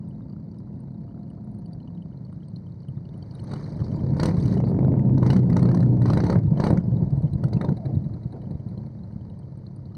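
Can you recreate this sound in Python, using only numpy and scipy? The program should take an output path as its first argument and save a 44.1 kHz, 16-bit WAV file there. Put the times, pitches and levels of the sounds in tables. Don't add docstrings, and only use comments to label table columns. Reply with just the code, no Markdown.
import sys
import numpy as np
from scipy import signal
from scipy.io import wavfile
from scipy.ndimage import uniform_filter1d

SR = 44100
rng = np.random.default_rng(int(sys.argv[2]) if len(sys.argv) > 2 else 0)


def dump(signal):
    limited = np.clip(np.atleast_2d(signal).T, -1, 1)
    pcm = np.round(limited * 32767).astype(np.int16)
    wavfile.write(sys.argv[1], SR, pcm)


N = 439677
TIME = np.arange(N) / SR


def amp(db):
    return 10 ** (np.asarray(db) / 20)


def unit(x):
    return x / np.sqrt(np.mean(x ** 2) + 1e-20)


def steady(x, size=6000):
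    return x / np.sqrt(uniform_filter1d(uniform_filter1d(x ** 2, size), size) + 1e-12)


def curves(rows):
    times_s, *columns = np.transpose(rows)
    return [np.interp(TIME, times_s, column) for column in columns]


def add(mix, at_s, sound):
    part = mix[max(round(at_s * SR), 0):][:len(sound)]
    part += sound[:len(part)]


def wander(rate_hz):
    knots_s = np.arange(0, TIME[-1] + 1, 1 / rate_hz)
    return unit(np.interp(TIME, knots_s, rng.standard_normal(2048)[:len(knots_s)]))


def hump(t, peak_s):
    return t / peak_s * np.exp(1 - t / peak_s)


def onset(t, rise_s):
    return 1 - np.exp(-(t / rise_s) ** 2)


def gate(rows, edge_s):
    return np.clip(np.minimum(TIME - rows[0][0], rows[-1][0] - TIME) / edge_s, 0, 1)


def spell_db(start_s, hold_s, rise_db_per_s, fall_db_per_s):
    early_s, late_s = np.maximum(start_s - TIME, 0), np.maximum(TIME - start_s - hold_s, 0)
    return -rise_db_per_s * early_s - fall_db_per_s * late_s


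def fade(x, tail_s):
    return signal.lfilter([1], [1, -np.exp(-1 / (tail_s * SR))], x)


def colour(x, spectrum, size=8192):
    hz, db = np.transpose(spectrum)
    bins_hz = abs(np.fft.fftfreq(size, 1 / SR)) + 1
    log_gain = np.log(amp(np.interp(np.log(bins_hz), np.log(hz), db)))
    taps = np.fft.ifft(np.exp(np.conj(signal.hilbert(log_gain)))).real[:size // 2]
    return signal.oaconvolve(x, taps)[:len(x)]


def burst(envelope, spectrum, ripple_db=4):
    varied = [(hz, db + ripple_db * rng.standard_normal()) for hz, db in spectrum]
    puff = colour(envelope * rng.standard_normal(len(envelope)), varied, size=2048)
    return puff / np.sqrt(uniform_filter1d(puff ** 2, size=110).max())


def turbulence(depth_db):
    bins = signal.stft(rng.standard_normal(N), nperseg=256)[2]
    patches = uniform_filter1d(rng.standard_normal(bins.shape), size=4, axis=0)
    patches = uniform_filter1d(patches, size=4, axis=1)
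    return signal.istft(bins * amp(depth_db * unit(patches)))[1][:N]


def reflections(x, span_s, wet_db, count=24):
    delay, sign = rng.uniform(.04, 1, count), rng.choice([-1, 1], count)
    taps = np.zeros(SR // 2)
    taps[(delay * span_s * SR).astype(int)] = sign * np.exp(-2 * delay)
    return x + amp(wet_db) * signal.oaconvolve(x, taps / np.linalg.norm(taps))[:N]


def strokes(cycles, uneven_db, rear_db):
    out = np.zeros(N)
    for lag, db in ((0, 0), (315 / 720, rear_db)):
        at = np.flatnonzero(np.diff(np.floor(cycles - lag)))
        out[at] = amp(db + uneven_db * rng.standard_normal(512)[:len(at)].clip(-2, 2))
    return out


def pack_firings(cycle_hz, uneven_db, jitter=0.008085):
    cycles = np.cumsum(cycle_hz * (1 + jitter * wander(12))) / SR + rng.random()
    return strokes(cycles, uneven_db, rear_db=-2)


PACK_IDLE_HZ = [12.6, 14.8, 16.3, 19.1]
# f/Hz, level/dB
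CHATTER_SPECTRUM = [(400, -12.5), (700, 1.5), (950, 8), (1350, 3.5), (1700, -4.5), (2100, -6.5),
                    (2600, -24), (3000, -16), (3450, -22.5), (4000, -10), (4500, -6), (5200, -17.5),
                    (6200, -19.5), (7300, -31), (9000, -20.5), (11000, -45.5)]
def chatter(level_db=-71):
    beats = sum(pack_firings(hz, uneven_db=3, jitter=0.027) for hz in PACK_IDLE_HZ)
    clatter = fade(beats, tail_s=.004) * turbulence(depth_db=4.5)
    return amp(level_db) * unit(colour(clatter, CHATTER_SPECTRUM))


# t/s, f/Hz, level/dB
GEAR_TONE = [(.9, 675, -61), (1.15, 695, -63.5), (1.45, 710, -62.5), (1.819, 699, -64)]
def gear_whine(flutter=0.0085, waver_db=3):
    hz, db = curves(GEAR_TONE)
    gain = gate(GEAR_TONE, edge_s=.08) * amp(db + waver_db * wander(25))
    cycles = np.cumsum(hz * (1 + flutter * wander(59.7))) / SR
    return gain * np.sin(2 * np.pi * cycles)


# t/s, hold/s, level/dB
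AIR_WHINES = [(7.02, 0.13, -51.5), (7.806, 0.062, -46.5), (8.32, 0.065, -59)]
# f/Hz, level/dB
WHINE_SPECTRUM = [(300, -43), (560, -8), (680, -3.5), (820, -16.5), (1800, -55.5), (6000, -110)]
def air_whine(rise_db_per_s=120, fall_db_per_s=60):
    spells = [db + spell_db(at_s, hold_s, rise_db_per_s, fall_db_per_s)
              for at_s, hold_s, db in AIR_WHINES]
    return amp(np.max(spells, 0)) * steady(colour(rng.standard_normal(N), WHINE_SPECTRUM))


# t/s, cycle rate/Hz, level/dB
WAITING_IDLE = [(0, 14.05, -40), (.55, 13.9, -42.5), (1.15, 14.15, -43), (1.75, 13.95, -41.5),
                (2.0, 13.3, -42.5), (2.25, 12.4, -42), (2.6, 11.8, -40.5), (3.0, 11.0, -44.5),
                (3.4, 10.6, -42), (3.8, 10.6, -53)]
# f/cycle rate, level/dB
HUM_ORDERS = [(8, -8), (9, -6.5), (10, -2), (11, -7.5), (12, -1.5), (13, -3), (14, -7.5), (15, 0),
              (16, -10), (18, -7.5), (21, -21.5)]
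def waiting_bike(waver_db=2, jitter=0.0038, release_s=0.23):
    cycle_hz, db = curves(WAITING_IDLE)
    cycles = np.cumsum(cycle_hz * (1 + jitter * wander(18))) / SR
    hum = sum(amp(order_db + waver_db * wander(13)) * np.sin(2 * np.pi * (order * cycles + rng.random()))
              for order, order_db in HUM_ORDERS)
    return amp(db) * np.clip((WAITING_IDLE[-1][0] - TIME) / release_s, 0, 1) * hum


# t/s, f/Hz, level/dB
LOW_DRONE = [(4.5, 135, -23), (4.62, 126, -16.5), (4.77, 126, -21.5), (4.9, 136, -17), (5.13, 127.5, -15.5),
             (5.35, 125.5, -18.5), (5.85, 124, -15.5), (6.15, 114, -16.5), (6.23, 113, -24.5),
             (6.5, 108, -17.5)]
# t/s, f/Hz, level/dB
HIGH_DRONE = [(5.05, 177, -27), (5.3, 176.7, -35), (5.45, 176.6, -20.5), (5.8, 175.8, -18.5),
              (5.95, 165.9, -31.5), (6.1, 159, -55), (6.2, 157, -49)]
# f/strongest order, level/dB
DRONE_PARTIALS = [(.5, -23), (1, -0.5), (1.5, -9.5), (2, -16), (2.5, -24), (3, -22)]
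def drone(rows, side_orders_db=0, lumpy_db=1.5, gain_db=-1):
    hz, db = curves(rows)
    cycles = np.cumsum(hz * (1 + 0.0045 * wander(30))) / SR
    note = np.zeros(N)
    for ratio, order_db in DRONE_PARTIALS:
        offset_db = (side_orders_db + 3 * wander(9.9)) * (ratio != 1) + lumpy_db * wander(40)
        note += amp(order_db + offset_db) * np.sin(2 * np.pi * (ratio * cycles + rng.random()))
    return amp(db + gain_db) * gate(rows, edge_s=0.054) * note


# t/s, boom level/dB, rasp level/dB
EXHAUST_LEVELS = [(0, -39, -53), (1.9, -38.5, -53), (2.9, -40.5, -56), (3.35, -37.5, -49.5),
                  (4.1, -25, -40), (4.4, -22.5, -39.5), (4.85, -20.5, -36.5), (6.25, -22.5, -38.5),
                  (6.42, -28, -42.5), (6.75, -26, -41), (7.3, -28, -47), (7.68, -27, -34), (7.76, -35, -49),
                  (7.95, -28, -53), (8.15, -33, -48.5), (9.1, -36.5, -52.5), (9.97, -37.5, -54)]
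# f/Hz, level/dB
IDLE_SPECTRUM = [(20, -54), (35, -35.5), (52, -6.5), (80, -13), (100, -3), (120, 1), (150, 0), (205, -6),
                 (255, -12.5), (330, -20.5), (480, -43), (900, -56.5), (3000, -110)]
LOAD_SPECTRUM = [(20, -38.5), (36, -33), (52, -15), (75, -8), (100, -1), (130, 1.5), (160, 4.5), (200, -2),
                 (250, -6.5), (330, -13.5), (480, -22.5), (900, -65.5), (3000, -110)]
COAST_SPECTRUM = [(20, -48), (35, -30), (55, -10.5), (80, -9.5), (108, 0.5), (135, 1), (170, -5), (208, -3),
                  (255, -18), (330, -24), (480, -42.5), (900, -59.5), (3000, -110)]
# f/Hz, level/dB
RASP_SPECTRUM = [(100, -44.5), (245, -2.5), (300, 9), (360, 2.5), (430, 1.5), (560, 0.5), (700, -3.5),
                 (790, -10.5), (950, -7.5), (1150, -26.5), (1500, -30), (2100, -38.5), (2700, -47),
                 (10000, -82.5)]
def exhausts(near_firings, clap_db, blip_rasp_db=-6, coast_from_s=6.7, coast_over_s=.4):
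    boom_db, rasp_db = curves(EXHAUST_LEVELS)
    load = np.clip((boom_db + 37) / 15, 0, 1)
    coast = np.clip((TIME - coast_from_s) / coast_over_s, 0, 1)
    revs = 1 + .35 * uniform_filter1d(load, SR // 2)
    others = [pack_firings(hz * revs * (1 + .015 * wander(1.5)), uneven_db=0.5) for hz in PACK_IDLE_HZ]
    pack = unit(sum(reflections(bike, span_s=.06, wet_db=-1.5) for bike in others))
    pulses = unit(reflections(near_firings, span_s=.03, wet_db=2)) + amp(6.5) * pack
    idling = steady(colour(pulses, IDLE_SPECTRUM))
    loaded = steady(colour(pulses, LOAD_SPECTRUM))
    coasting = steady(colour(pulses, COAST_SPECTRUM))
    boom = (1 - coast) * ((1 - load) * idling + load * loaded) + coast * coasting
    puffs = (.2 + fade(near_firings + amp(-6.5) * sum(others), tail_s=0.019)) * rng.standard_normal(N)
    rasp = steady(colour(unit(puffs) + amp(-7) * pulses, RASP_SPECTRUM), size=3500)
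    rasp_gain = np.hypot(amp(rasp_db), amp(clap_db + blip_rasp_db))
    return amp(boom_db) * steady(boom, size=2500) + rasp_gain * rasp


# t/s, hold/s, effort/dB
LUG_SPELLS = [(2.88, 0.078, -30), (3.855, 0.13, -25.5), (6.415, 1, -6.5)]
def chug(cycles, heave_db=2, peak_phase=0.096, surge_db=0.55, lug_surge_db=2.5, full_lug_db=-12):
    efforts_db = [db + spell_db(at_s, hold_s, rise_db_per_s=78, fall_db_per_s=10.5)
                  for at_s, hold_s, db in LUG_SPELLS]
    lug = np.clip(amp(np.max(efforts_db, 0) - full_lug_db), 0, 1)
    heave = lug * np.cos(2 * np.pi * (cycles - peak_phase))
    return amp(heave_db * heave + (surge_db + lug_surge_db * lug) * wander(15))


# t/s, level/dB
FLOW_LEVELS = [(0, -76.5), (1, -78.5), (3.05, -74), (3.6, -55.5), (4.1, -61), (4.52, -53), (4.62, -66),
               (4.85, -69.5), (5.12, -73.5), (5.5, -67), (7.2, -68.5), (8.4, -71.5), (9.97, -74.5)]
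# f/Hz, level/dB
HISS_SPECTRUM = [(400, -24.5), (1000, 12), (1450, 5.5), (1950, 5), (2350, 0), (2650, -22), (3050, -7.5),
                 (3400, -14.5), (3900, -1), (4500, 2.5), (5300, -7.5), (6200, -6.5), (7300, -23.5),
                 (8900, -10.5), (11000, -32.5)]
def gas_hiss(near_firings, flow_db, grit_db=3):
    flow = np.clip((flow_db + 76) / 16, 0, 1)
    throb = 1 + 0.9 * flow * fade(near_firings, tail_s=0.049)
    grit = amp(grit_db * flow * wander(150))
    gas = (1 - flow) * rng.standard_normal(N) + flow * turbulence(depth_db=3.5)
    return amp(flow_db) * steady(colour(throb * grit * gas, HISS_SPECTRUM))


# t/s, level/dB, f/Hz
VALVE_PINGS = [(0.109, -63, 2970), (0.2972, -60, 4640), (0.3247, -62, 4700), (0.514, -59, 4600),
               (0.585, -62, 5000), (0.7312, -74, 2720), (0.802, -78, 2750), (1.0854, -75, 4520),
               (1.1119, -72, 3050), (1.2301, -66, 4330), (1.3014, -61, 2930), (1.6587, -56, 4540),
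               (1.731, -50, 4600), (1.802, -61, 3000), (1.8287, -60, 4100), (1.8756, -56, 2940),
               (1.9745, -61, 2980), (2.0216, -58, 3020), (2.1246, -65, 2970), (2.173, -58, 4210),
               (2.249, -56, 4400), (2.4307, -59, 3200), (2.4823, -62, 4300), (2.5605, -46, 4190),
               (2.6668, -62, 3080), (2.7207, -62, 4300), (2.803, -56, 4600), (2.83, -58, 4300),
               (2.884, -54, 3030), (3.0525, -61, 4420), (3.089, -57, 3620), (3.1393, -59, 2970),
               (3.225, -49, 4540), (3.31, -51, 4400), (3.351, -52, 3870), (3.3973, -49, 4250),
               (6.9666, -53, 3840), (7.333, -50, 4020), (8.776, -53, 4130), (9.0342, -57, 4120),
               (9.2976, -60, 3850), (9.665, -48, 4180), (9.855, -55.5, 4100), (9.95, -50, 4160)]
# f/Hz, level/dB, t60/s
VALVE_RING = [(3000, -2, 0.015), (3890, -1.5, 0.012), (4270, 1, 0.015), (4620, -9, 0.041),
              (5600, -10, 0.031), (8660, -10.5, 0.027), (9600, -12.5, .04)]
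def valves(cycles, flow_db, ping_gain_db=1, main_db=12, main_t60_s=0.022, spread=0.033, off_pitch_db=-9):
    beats = strokes(cycles, uneven_db=3.5, rear_db=-5) * amp(-64 + 0.8 * (flow_db + 71))
    hz, db, t60_s = np.transpose(VALVE_RING)[:, :, None]
    ticks = [(i / SR, beats[i], rng.choice(hz[:4, 0]) * (1 + spread * rng.standard_normal()))
             for i in np.flatnonzero(beats)]
    pings = [(at_s, amp(ping_db + ping_gain_db), pitch_hz) for at_s, ping_db, pitch_hz in VALVE_PINGS]
    out, t = np.zeros(N), np.arange(SR // 25) / SR
    for at_s, peak, pitch_hz in pings + ticks:
        detune, strength, phase = rng.standard_normal((3, 3, len(hz), 1))
        off_pitch = np.minimum(abs(np.log2(hz / pitch_hz)) * 4, 1)
        envelopes = amp(db + 5 * strength[0] + off_pitch_db * off_pitch - 60 * t / t60_s)
        modes = envelopes * np.sin(2 * np.pi * (hz * (1 + spread * detune) * t + phase))
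        main = amp(main_db - 60 * t / main_t60_s) * np.sin(2 * np.pi * pitch_hz * t)
        ring = (modes.sum((0, 1)) + main) * onset(t, rise_s=0.0014)
        add(out, at_s, peak * ring / abs(ring).max())
    return out


# t/s, level/dB, f/Hz
FITTING_CHINKS = [(0.084, -65, 8700), (0.5856, -64, 9380), (0.8021, -59.5, 8980), (1.3004, -63, 9000),
                  (1.4426, -67, 9300), (1.515, -68, 9300), (1.5469, -64, 8840), (1.5868, -60, 9300),
                  (1.659, -64, 9350), (1.731, -65, 9500), (2.3266, -64, 8600), (2.4823, -58, 8800),
                  (2.8848, -59, 9370), (3.1762, -59, 9430), (3.3493, -53, 9620), (3.399, -59, 8500),
                  (3.438, -53, 9600), (7.174, -59.5, 8900), (7.219, -65, 8760), (7.3325, -51, 8840),
                  (8.6862, -67, 9250), (9.1222, -71, 8700), (9.2988, -69, 8700), (9.389, -61, 8800),
                  (9.5721, -61.5, 8700), (9.7607, -57.5, 9000)]
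FITTING_CLANGS = [(4.232, -38, 1920), (5.302, -29.5, 1456), (6.1, -20, 1160), (6.299, -23.5, 1400),
                  (6.357, -42, 1350), (6.638, -39, 1860), (6.774, -36, 1940), (7.439, -29.5, 1490),
                  (7.532, -35.5, 4370), (7.569, -41.5, 2550), (7.613, -39, 1790), (7.687, -33.5, 1530)]
def loose_fittings(rows, gain_db, ring_s, spread):
    out, t = np.zeros(N), np.arange(SR // 20) / SR
    for at_s, db, hz in rows:
        detune, phase = rng.standard_normal((2, 4, 1))
        cluster = np.sin(2 * np.pi * (hz * (1 + spread * detune) * t + phase)).sum(0)
        ring = cluster * t * np.exp(-t / ring_s)
        add(out, at_s, amp(db + gain_db) * ring / abs(ring).max())
    return out


# t/s, swell/s, level/dB
RATTLE_BURSTS = [(3.838, 0.0069, -52), (3.951, 0.0077, -57.5), (4.645, .009, -57.5), (4.68, 0.0073, -57)]
# f/Hz, level/dB
RATTLE_SPECTRUM = [(2800, -35), (3600, -4.5), (4500, 5), (5900, -11), (7000, -17), (9000, -16),
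                   (11000, -38)]
def rattles(grain_db=4):
    out, t = np.zeros(N), np.arange(SR // 8) / SR
    for at_s, swell_s, db in RATTLE_BURSTS:
        grains = amp(grain_db * np.repeat(rng.standard_normal(len(t)), 64)[:len(t)])
        add(out, at_s, amp(db) * burst(grains * hump(t, swell_s), RATTLE_SPECTRUM, ripple_db=7))
    return out


# t/s, swell/s, level/dB
BUMPS = [(7.625, 0.022, -28), (7.848, 0.012, -30.5), (7.885, 0.013, -31.5), (8.322, 0.02, -34),
         (8.425, 0.011, -42.5), (8.503, 0.0053, -37.5)]
# f/Hz, level/dB
BODYWORK_SPECTRUM = [(90, -28.5), (200, -2.5), (300, 5.5), (400, -0.5), (560, -2.5), (760, -9), (900, -17),
                     (1200, -30), (3000, -49), (8000, -88)]
def jolts():
    out, t = np.zeros(N), np.arange(SR // 6) / SR
    for at_s, swell_s, db in BUMPS:
        add(out, at_s, amp(db) * burst(hump(t, swell_s), BODYWORK_SPECTRUM, ripple_db=1))
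    return out


# t/s, level/dB
CASING_KNOCKS = [(7.768, -52), (7.8535, -47), (7.9476, -53.5), (8.0403, -57), (8.1353, -55),
                 (8.2306, -58.5), (8.3217, -52), (8.4143, -55), (8.5075, -54.5), (8.687, -62),
                 (8.8613, -61)]
# f/Hz, level/dB
CASING_SPECTRUM = [(200, -11.5), (500, 15.5), (1100, -12), (1650, 3.5), (2250, 2), (2700, -17.5),
                   (3400, -20.5), (3950, 9.5), (4300, 4), (4700, -5.5), (5100, -25), (5700, -13),
                   (7000, -36), (9400, -7), (11000, -43.5)]
def knocks(gain_db=-3, swell_s=0.0035):
    out, t = np.zeros(N), np.arange(SR // 20) / SR
    for at_s, db in CASING_KNOCKS:
        add(out, at_s, amp(db + gain_db) * burst(hump(t, swell_s), CASING_SPECTRUM, ripple_db=1.5))
    return out


# f/Hz, level/dB
ROAR_SPECTRUM = [(150, -20), (330, 14.5), (480, 10.5), (700, 3.5), (1000, 2), (1350, -11), (2100, -15.5),
                 (2700, -28), (5000, -39), (10000, -69)]
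def roar(near_firings, clap_db, gain_db=-9):
    gas = (0.31 + fade(near_firings, tail_s=0.02)) * turbulence(depth_db=6)
    return amp(clap_db + gain_db) * steady(colour(gas, ROAR_SPECTRUM), size=3000)


# t/s, level/dB
PIPE_SNAPS = [(4.57, -20.5), (4.602, -18), (4.639, -17), (4.677, -30), (4.697, -22), (4.717, -20),
              (4.744, -24), (4.766, -22.5), (4.7894, -16), (4.807, -21), (4.8295, -19.5), (4.847, -18),
              (4.866, -30.5), (4.882, -19.5), (4.919, -27), (4.94, -17.5), (4.955, -28), (4.976, -24.5),
              (4.993, -24.5), (5.051, -25.5), (5.094, -23), (5.11, -29)]
# f/Hz, level/dB
SNAP_SPECTRUM = [(60, 6), (150, 12.5), (450, 13.5), (800, 9.5), (1500, -5), (2200, -3.5), (3000, -18.5),
                 (4000, -24.5), (6000, -25.5), (12000, -43.5)]
def snaps(push_db=2, push_s=0.0012, puff_db=-21, puff_s=0.0016):
    out, t = np.zeros(N), np.arange(SR // 30) / SR
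    for at_s, db in PIPE_SNAPS:
        age = t / (push_s * np.exp(0.077 * rng.standard_normal()))
        pressure = onset(t, rise_s=.0004) * (1 - age) * np.exp(-age)
        push = colour(pressure, SNAP_SPECTRUM, size=2048)
        puff = burst(hump(t, puff_s) ** 2, SNAP_SPECTRUM)
        add(out, at_s, amp(db) * (amp(push_db) * push / abs(push).max() + amp(puff_db) * puff))
    return out


# t/s, level/dB, f/Hz, swell/s
HEAVY_FIRINGS = [(2.891, -31, 136, .014), (2.974, -31, 141, 0.013), (3.42, -28, 133, 0.015),
                 (3.817, -20, 132, 0.0097), (3.929, -21, 152, 0.0085), (3.977, -21.5, 146, 0.01),
                 (4.047, -20.5, 145, 0.021), (4.136, -18, 142.6, 0.021), (4.21, -19, 138, .012),
                 (4.384, -17, 136, .009), (4.457, -16.5, 141, .009), (6.386, -17.5, 140, .011),
                 (6.452, -18.5, 144, 0.016), (6.48, -16, 127, 0.015), (6.522, -14.5, 137, 0.017),
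                 (6.705, -12.5, 145, 0.01), (6.787, -16.5, 146, 0.0095), (6.856, -23.5, 122, 0.023),
                 (6.883, -19, 168, 0.0098), (6.925, -15.5, 132, 0.024), (6.967, -18, 145.6, 0.013),
                 (7.03, -16.5, 154, 0.011), (7.08, -20.5, 139, .011), (7.134, -17, 128, 0.021),
                 (7.178, -17, 144, 0.011), (7.244, -15, 136.6, 0.021), (7.336, -19, 133, 0.0097),
                 (7.358, -17.5, 130, 0.011), (7.452, -16, 131, 0.016), (7.551, -19, 125.4, 0.014),
                 (7.568, -16.5, 150, 0.0071), (7.693, -17.5, 150.6, 0.017), (7.722, -16, 175, 0.0089),
                 (7.869, -22, 143.4, 0.029), (7.971, -18, 136, 0.011), (8.023, -24, 130, 0.014),
                 (8.066, -22, 141, 0.011), (8.26, -22, 130, 0.011), (8.473, -27.5, 143, 0.0062),
                 (8.511, -28.5, 150, 0.012), (8.554, -22.5, 132, 0.0083), (8.666, -26, 147, 0.006),
                 (9.163, -27.5, 145, 0.0059)]
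# f/firing pitch, level/dB
PIPE_MODES = [(0.602, -9), (0.999, 4), (1.45, -10.5), (2.299, -17)]
def thumps(ring_db=-1.5, puff_db=-24, spread=0.087):
    out, t = np.zeros(N), np.arange(SR // 10) / SR
    ratio, mode_db = np.transpose(PIPE_MODES)[:, :, None]
    for peak_s, db, hz, swell_s in HEAVY_FIRINGS:
        mode_hz = hz * ratio * (1 + spread * rng.uniform(-1, 1, ratio.shape))
        swell = hump(t, swell_s) ** 3
        ring = swell * (amp(mode_db) * np.cos(2 * np.pi * mode_hz * (t - swell_s))).sum(0)
        puff = burst(swell, RASP_SPECTRUM)
        add(out, peak_s - swell_s, amp(db) * (amp(puff_db) * puff - amp(ring_db) * ring))
    return out


# t/s, hold/s, crack level/dB, clap level/dB, hiss level/dB
THROTTLE_BLIPS = [(3.517, 0.026, -56, -39, -52.5), (4.225, 0.063, -50, -29.5, -46),
                  (4.369, 0.18, -53, -57, -52), (4.585, 0.1, -64, -39.5, -69),
                  (5.261, 0.085, -43.5, -30, -52.5), (5.516, 0.28, -48.5, -32.5, -64.5),
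                  (6.078, 0.24, -43.5, -29, -52), (6.643, 0.04, -46.5, -25, -47),
                  (7.45, 0.27, -59, -45.5, -75.5)]
def throttle():
    levels_db = np.full((3, N), -120.)
    for at_s, hold_s, *top_db in THROTTLE_BLIPS:
        opening_db = spell_db(at_s, hold_s, rise_db_per_s=184.5, fall_db_per_s=200)
        levels_db = np.maximum(levels_db, np.array(top_db)[:, None] + opening_db)
    return levels_db


# t/s, crack level/dB, clap level/dB
HARD_POPS = [(3.4686, -58, -50), (3.534, -43.5, -32.5), (4.165, -61, -36.5), (4.197, -33, -24.5),
             (4.2303, -33, -25), (4.2547, -33, -24.5), (5.177, -49, -34.5), (5.2275, -51, -28),
             (5.2625, -45, -28), (5.3006, -34.5, -25.5), (5.5652, -39, -27), (5.6255, -43.5, -33),
             (5.7452, -44, -29), (6.017, -51, -32.5), (6.0561, -43.5, -27), (6.0995, -42.5, -25.5),
             (6.1317, -38.5, -28.5), (6.1717, -40, -23.5), (6.298, -38.5, -20.5), (6.325, -48, -25.5),
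             (6.356, -58, -26.5), (6.5993, -42, -22.5), (6.6372, -37, -24.5), (6.667, -40.5, -22.5),
             (6.7025, -46, -26), (6.7718, -49.5, -30.5), (7.103, -61, -50.5), (7.221, -64, -58),
             (7.4365, -48, -33.5), (7.53, -46, -34), (7.611, -47, -30), (7.6449, -49, -31),
             (7.687, -51, -37)]
# f/Hz, level/dB
CLAP_SPECTRUM = [(150, -21), (450, 9), (680, 3.5), (950, 6.5), (1300, -6), (1700, -9), (2150, -10),
                 (2700, -33), (5000, -43.5), (10000, -70.5)]
CRACK_SPECTRUM = [(1000, -22), (2200, -8), (2700, -10), (3050, -6), (3400, -11), (3900, 4.5), (4450, 5),
                  (5100, -5), (5900, -1.5), (7200, -17.5), (8600, -6.5), (11000, -26.5), (15000, -26),
                  (16500, -31.5)]
# f/Hz, level/dB, t60/s
METAL_MODES = [(960, -2.5, 0.025), (1460, 5, 0.022), (1900, 1, 0.024), (3020, -13, 0.053),
               (4250, -6.5, 0.049), (4300, -0.5, 0.016), (5900, -15, 0.04), (8350, -17.5, 0.0088)]
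def barks(cycles, crack_db, clap_db, pipe_hz=175, ring_s=0.0029, clap_s=0.0034, tail_s=0.0088):
    out, t = np.zeros(N), np.arange(SR // 10) / SR
    front = -onset(t, rise_s=0.0004) * np.exp(-t / ring_s) * np.cos(2 * np.pi * pipe_hz * t + 0.57)
    tail = amp(-23) * np.exp(-t / tail_s)
    crack_envelope = hump(t, peak_s=0.002) ** 2 + tail
    clap_envelope = np.exp(-t / clap_s) + tail
    hz, db, t60_s = np.transpose(METAL_MODES)[:, :, None]
    beats = strokes(cycles, uneven_db=1, rear_db=-1.5)
    pop_s = np.transpose(HARD_POPS)[0]
    pops = [(at_s, *amp(levels_db)) for at_s, *levels_db in HARD_POPS]
    plain = [(i / SR, beats[i] * amp(crack_db[i]), beats[i] * amp(clap_db[i]))
             for i in np.flatnonzero(beats) if abs(pop_s - i / SR).min() > .012]
    for at_s, crack, clap in pops + plain:
        detune, strength = rng.standard_normal((2, len(hz), 1))
        envelopes = amp(db + 4.8 * strength - 60 * t / t60_s)
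        modes = envelopes * np.sin(2 * np.pi * hz * (1 + 0.07 * detune) * t)
        clank = (np.where(hz < 2500, clap * amp(-13), crack * amp(-2)) * modes).sum(0)
        add(out, at_s, clap * amp(19) * front)
        add(out, at_s + .001, clap * amp(-2.5) * burst(clap_envelope, CLAP_SPECTRUM))
        add(out, at_s + .0011, clank * onset(t, rise_s=0.0017))
        add(out, at_s + .0012, crack * amp(-1.5) * burst(crack_envelope, CRACK_SPECTRUM))
    return out


# t/s, cycle rate/Hz
NEAR_CYCLE_RATE = [(0.0, 13.59), (1.56, 14.14), (3.18, 11.62), (3.97, 12.81), (4.29, 17.94), (4.45, 17.83),
                   (4.83, 11.31), (5.23, 11.53), (5.34, 17.28), (5.42, 14.12), (5.82, 18.11), (5.97, 10.49),
                   (6.32, 17.73), (6.42, 11.33), (6.52, 15.5), (6.85, 14.62), (6.93, 9.73), (7.42, 9.39),
                   (7.64, 13.8), (7.89, 10.38), (9.05, 11.62), (9.97, 10.13)]
def scene():
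    cycle_hz, = curves(NEAR_CYCLE_RATE)
    cycles = np.cumsum(cycle_hz) / SR
    crack_db, clap_db, blip_hiss_db = throttle()
    flow_db = np.maximum(curves(FLOW_LEVELS)[0], blip_hiss_db)
    near_firings = strokes(cycles, uneven_db=1, rear_db=0)
    close = reflections(barks(cycles, crack_db, clap_db), span_s=.05, wet_db=-7.5)
    close += thumps() + snaps() + roar(near_firings, clap_db) + jolts() + knocks() + rattles()
    close += loose_fittings(FITTING_CHINKS, gain_db=-1.5, ring_s=0.002, spread=.02)
    close += loose_fittings(FITTING_CLANGS, gain_db=-6.5, ring_s=0.0026, spread=.06)
    notes = waiting_bike() + drone(LOW_DRONE) + drone(HIGH_DRONE, side_orders_db=-7)
    noise_floor = amp(-99) * rng.standard_normal(N)
    rumble = exhausts(near_firings, clap_db) * chug(cycles)
    background = noise_floor + air_whine() + gear_whine() + chatter()
    close += gas_hiss(near_firings, flow_db) + valves(cycles, flow_db)
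    return (background + notes + rumble + close)[None]


def record(dry, ceiling=0.98, low_hz=34, high_hz=15900):
    rounded = ceiling * np.tanh(dry / ceiling)
    highpass = signal.butter(3, low_hz, "highpass", fs=SR, output="sos")
    lowpass = signal.firwin(511, high_hz, window=("kaiser", 9), fs=SR)
    return signal.oaconvolve(signal.sosfilt(highpass, rounded), lowpass[None], "same")


dry = scene()
out = record(dry)
dump(out)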